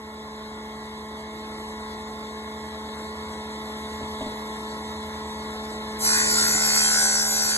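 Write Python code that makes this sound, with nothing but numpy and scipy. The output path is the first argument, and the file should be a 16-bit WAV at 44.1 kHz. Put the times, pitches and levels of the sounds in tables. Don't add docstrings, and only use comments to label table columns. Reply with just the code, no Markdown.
import sys
import numpy as np
from scipy import signal
from scipy.fft import rfft, irfft, next_fast_len
from scipy.io import wavfile
from scipy.ndimage import uniform_filter1d, map_coordinates

SR = 44100
rng = np.random.default_rng(int(sys.argv[2]) if len(sys.argv) > 2 else 0)


def master_out(mix):
    frames = np.transpose(np.atleast_2d(mix))
    ceiling = np.clip(frames, -1, 1)
    pcm = np.round(ceiling * 32767).astype(np.int16)
    wavfile.write(sys.argv[1], SR, pcm)


def invert_db(level):
    return 10 ** (np.asarray(level, dtype=float) / 20)


N = 333835

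# start_s, turns_per_s
SHAFT_SPEED = [
    (0, 72.07),
    (6.08, 72.06),
    (6.25, 71.87),
    (6.44, 71.62),
    (6.6, 71.33),
    (6.7, 71.2),
    (6.9, 71.19),
    (7.08, 71.13),
    (7.24, 71.2),
    (7.57, 71.32),
]
# start_s, hum_db
NEARNESS = [(0, -44), (.55, -42), (1.22, -42), (1.64, -40.5), (2.4, -41), (3.33, -40), (4.19, -39),
            (5.1, -39.5), (6.07, -38), (6.37, -34.5), (6.85, -36), (7.57, -38)]
# start_s, feed_pressure_db, seated_flat (0-1)
HAND_FEED = [
    (6.07, -18, 0.5),
    (6.2, -17.5, 0),
    (6.3, -20.5, 0),
    (6.44, -19, 0.16),
    (6.6, -21, 0.69),
    (6.76, -17, 0.62),
    (7.08, -19.5, 0.81),
    (7.28, -24, 0.93),
    (7.57, -21.5, 0.67),
]
KNIFE_BITE = [1, .09, .05]


def rms(x):
    return np.sqrt(np.mean(np.abs(x) ** 2) + 1e-20)


def unit(x):
    return x / rms(x)


def along(points, hz):
    f, v = np.transpose(points)
    return np.interp(np.log(hz + 1), np.log(f + 1), v, left=-120, right=v[-1])


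def curves(rows):
    s, *cols = np.transpose(rows)
    return [np.interp(np.arange(N) / SR, s, c) for c in cols]


def wobble(rate, size=N):
    knots = rng.standard_normal(int(size * 80 / SR) + 4)
    return map_coordinates(knots, [np.arange(size) * min(rate, 80) / SR])


def patches(shape, bins, frames):
    across = uniform_filter1d(rng.standard_normal(shape), bins, 0)
    return unit(uniform_filter1d(across, frames, 1))


def filtered(x, response):
    m = next_fast_len(len(x) + 8192)
    return irfft(rfft(x, m) * response(np.fft.rfftfreq(m, 1 / SR)), m)[:len(x)]


def rush(spectrum, patchy_db):
    z = signal.stft(rng.standard_normal(N), nperseg=512)[2]
    x = signal.istft(z * invert_db(patchy_db * patches(z.shape, 8, 8)), nperseg=512)[1][:N]
    return unit(filtered(x, lambda hz: invert_db(along(spectrum, hz))))


def shaft_angle():
    return 2 * np.pi * np.cumsum(curves(SHAFT_SPEED)[0]) / SR


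def slowing():
    speed = curves(SHAFT_SPEED)[0]
    return speed[0] - speed


def frame():
    # pitch_hz, level_db
    belt_tones = [(50.8, -59), (82.4, -51.5), (260.1, -65), (305.5, -54.5), (334.1, -55.5), (639.3, -58),
                  (915.2, -55), (945.1, -55.5), (974.0, -50), (1030.9, -49.5), (1059.8, -55.5)]
    # pitch_hz, level_db (per Hz)
    rumble_colour = [(20, -12), (40, -49), (60, -24), (100, -6), (160, -7), (300, -4.5), (500, -4.5),
                     (700, -4), (1000, -5), (1150, -2.5), (1500, -7), (1800, -8), (2100, -10), (2500, -23)]
    t, lost = np.arange(N) / SR, slowing()
    tones = np.zeros(N)
    for hz, db in belt_tones:
        level = invert_db(db + 46.5 + 4.0 * wobble(3.35))
        tones += level * np.sin(2 * np.pi * hz * t + 1.5 * wobble(4))
    level_db = curves(NEARNESS)[0] - 6 - 3.5 * lost
    return invert_db(level_db) * (invert_db(-9 * lost) * tones + invert_db(5.0) * rush(rumble_colour, patchy_db=1.0))


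def air():
    # pitch_hz, level_db (per Hz)
    whirr_colour = [(2000, -20), (2400, -9), (2900, -9), (3400, -1), (3800, 0), (4300, -5), (5000, -7),
                    (5600, -14), (6500, -30)]
    hiss_colour = [(4500, -20), (5500, -2), (6500, -2), (8000, 0), (10000, -1), (11500, -3)]
    beat = 0.05 * np.sin(3 * shaft_angle())
    near_db = 2.38 * (curves(NEARNESS)[0] - NEARNESS[0][1])
    whirr = invert_db(-51.5 + 0.64 * near_db) * (1 + beat) * rush(whirr_colour, patchy_db=1.5)
    hiss_level = invert_db(-59 + near_db + 1.6 * wobble(25))
    return whirr + hiss_level * (1 + 1.1 * beat) * rush(hiss_colour, patchy_db=2.5)


def hum():
    # order (multiple of shaft speed), level_db
    shaft_orders = [(1, -52.0), (2, -58.0), (3, -40.0), (4, -58.0), (6, -42.0), (9, -53.0), (12, -45.0),
                    (15, -47.0), (18, -55.0), (21, -58.0), (24, -54.0), (27, -50.0), (30, -51.0),
                    (33, -67.0), (36, -70.0), (39, -67.0), (45, -66.0), (51, -63.0)]
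    turn, lost = shaft_angle(), slowing()
    lines = np.zeros(N)
    for k, db in shaft_orders:
        breath_db = (-0.18 + 0.036 * k) * wobble(3.998)
        covered_db = (0.95 * k + 2.3 * (k < 2)) * lost
        tone = np.sin(int(k) * turn + rng.uniform(0, 2 * np.pi))
        lines += invert_db(db + 43 + breath_db - covered_db) * tone
    lines += invert_db(-26 + 3 * wobble(2.5)) * np.sin(75 * turn)
    return invert_db(curves(NEARNESS)[0]) * lines


def knocks():
    # start_s, peak_db, pitch_hz
    set_downs = [
        (4.007, -36.5, 250),
        (4.031, -38, 267),
        (4.207, -28, 262),
        (4.26, -30, 250),
        (6.547, -33, 302),
    ]
    out, t = np.zeros(N + SR), np.arange(SR // 4) / SR
    for s, db, hz in set_downs:
        ring = sum(size * np.sin(2 * np.pi * ratio * hz * t)
                   for ratio, size in [(1, 1), (2.45, .7), (.52, .35)])
        puff = 3.1 * uniform_filter1d(rng.standard_normal(len(t)), size=24)
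        envelope = invert_db(db - 60 * t / 0.17) * (1 - np.exp(-t / 0.0017))
        out[round(s * SR):][:len(t)] += envelope * (ring + puff)
    return out[:N]


def feed_from(start):
    bite_s, entry_s = 5.985, 0.076
    feed_db, seat = (c[start:] for c in curves(HAND_FEED))
    entry = np.clip((np.arange(start, N) / SR - bite_s) / entry_s, .001, 1)
    return feed_db, np.clip(seat, 0, 1), entry


def knife_strikes(turn):
    pattern = np.fft.fft(KNIFE_BITE)
    strikes, lag = np.zeros(len(turn)), 0
    for k in range(6, 168):
        rate = 3 + k / 25
        drift = wobble(rate, size=len(turn)) + 1j * wobble(rate, size=len(turn))
        lag += .0007 * k * (k + 10) * rng.normal()
        path = (1 + (.25 + .004 * k) * drift) * np.exp(1j * lag)
        strikes += np.real(pattern[k % 3] * path * np.exp(1j * k * turn))
    return strikes


def torn_fibres(turn):
    bite = sum(deep * np.exp(np.cos(turn - 2 * np.pi * k / 3) - 1) for k, deep in enumerate(KNIFE_BITE))
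    ragged = invert_db(1.27 * wobble(28.0, size=len(turn)))
    return unit((.5 + bite) * ragged * rng.standard_normal(len(turn)))


def plank_body(f):
    # pitch_hz, level_db
    wood_colour = [(300, -24), (600, -12), (1150, -8), (1500, 0), (2100, -3), (2400, -11), (3300, -13),
                   (4000, -8), (4500, -1), (5500, -4), (6400, -8), (8200, 0), (8600, -8), (11500, -7)]
    # pitch_hz, width_hz, level_db
    resonances = [(566, 86, 9.5), (790, 31, 15.5), (1011, 44, 5), (1396, 67, 7.5), (1514, 60, 4),
                  (2135, 60, 1), (1610, 40, -0.5), (2450, 60, 11), (2780, 120, -7.5), (3203, 17, 8),
                  (4590, 180, 2.5), (5230, 81, 7.5), (5907, 36, 12.5), (6122, 120, 4.5), (7060, 62, 9)]
    ringing = 1
    for c, w, db in resonances:
        ringing = ringing + invert_db(db) * 1j * f * w / (c * c - f * f + 1j * f * w)
    return invert_db(along(wood_colour, f)) * ringing


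def cut():
    # pitch_hz, width_hz, level_db (under the feed)
    loose_end = [
        (1140, 150, -17.5),
        (1940, 120, -15.5),
    ]
    start = round(5.96 * SR)
    turn = shaft_angle()[start:]
    feed_db, seat, entry = feed_from(start)
    rough = .3 + (.1 - .3) * seat
    strikes, fibres = knife_strikes(turn), torn_fibres(turn)
    boom_top, drone_top, rasp_top = 1080, 3000, 5700

    def above(f, hz):
        return 1 / (1 + (hz / (f + 1)) ** 16)

    voices = [(-36 + 27.5 * seat, 1.1, .4, lambda f: 1 - above(f, boom_top)),
              (-6.5, 2.4, .45, lambda f: above(f, boom_top) - above(f, drone_top)),
              (-3.8, 1.3, .9, lambda f: above(f, drone_top) - above(f, rasp_top)),
              (.1, .9, 1.5, lambda f: above(f, rasp_top))]
    for c, w, db in loose_end:
        voices.append((db - 23 * seat, 3, .3, lambda f, c=c, w=w: np.exp(-((f - c) / w) ** 2)))
    out = np.zeros(N)
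    for db, slow, tear, band in voices:
        share = np.clip(tear * rough, 0, 1)
        clean, torn = (unit(filtered(x, lambda f: plank_body(f) * band(f))) for x in (strikes, fibres))
        out[start:] += invert_db(feed_db + db) * entry ** slow * (np.sqrt(1 - share) * clean + np.sqrt(share) * torn)
    out[start:] *= invert_db(.6)
    z = signal.stft(out, nperseg=1024)[2]
    grain = invert_db(np.linspace(1.2, 9, len(z))[:, None] * patches(z.shape, 4, 10))
    return signal.istft(z * grain / rms(grain), nperseg=1024)[1][:N]


def scene():
    field = frame() + air() + hum() + knocks() + cut()
    return np.array([field, field])


def roll_off(x):
    return signal.sosfilt(signal.butter(12, 13170, fs=SR, output="sos"), x)


def record(dry):
    # pitch_hz, turn_rad
    port_turn = [(880, 0), (1100, 1), (1250, 3.1), (1320, 4.5), (1420, 4.4), (1515, 3.3), (1650, 4.4),
                 (2250, 4.4), (2450, 3.6), (2900, 3.2), (3300, 3.95), (4000, 4.7), (4550, 3.9), (4900, 3.3),
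                 (5300, 3.65), (5600, 2.65), (6050, 1.1), (6900, 0), (7600, -.45), (8300, -1.5),
                 (8850, -2.75), (9700, -3.14), (10500, -3.5), (10950, -4.7), (11600, -5.85)]
    # pitch_hz, width_hz, turn_rad
    plank_shadow = [
        (1487, 39, 3.5),
    ]
    hz, t, z = signal.stft(dry[0], SR, nperseg=2048)
    column = hz[:, None]
    high = column > 700
    waver = .32 * high * np.where(column > 6500, .7, 1) * patches(z.shape, 10, 3)
    half = (np.interp(hz, *np.transpose(port_turn))[:, None] + waver) / 2
    seat = np.interp(t, *np.transpose(HAND_FEED)[::2], left=0)
    for c, w, turn in plank_shadow:
        half = half + turn * np.exp(-((column - c) / w) ** 2) * seat / 2
    scatter = np.exp(.75j * patches(z.shape, 6, 5))
    pair = np.array([z * np.cos(half), -1j * z * scatter * np.sin(half)])

    power = uniform_filter1d(uniform_filter1d(np.abs(pair) ** 2, size=5, axis=1), size=3, axis=2)
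    masker = uniform_filter1d(power.sum(0), size=23, axis=0)
    edge_hz = 11650 + 90 * patches((1, z.shape[1]), 1, 2)
    audible = power > high * masker * invert_db(np.where(column > 3000, -16, -21))
    keep = audible & (column < edge_hz)
    keep[1] &= high
    mid, side = signal.istft(pair * keep, SR, nperseg=2048)[1][:, :N]
    return roll_off(np.array([mid + side, mid - side]))


dry = scene()
out = record(dry)
master_out(out)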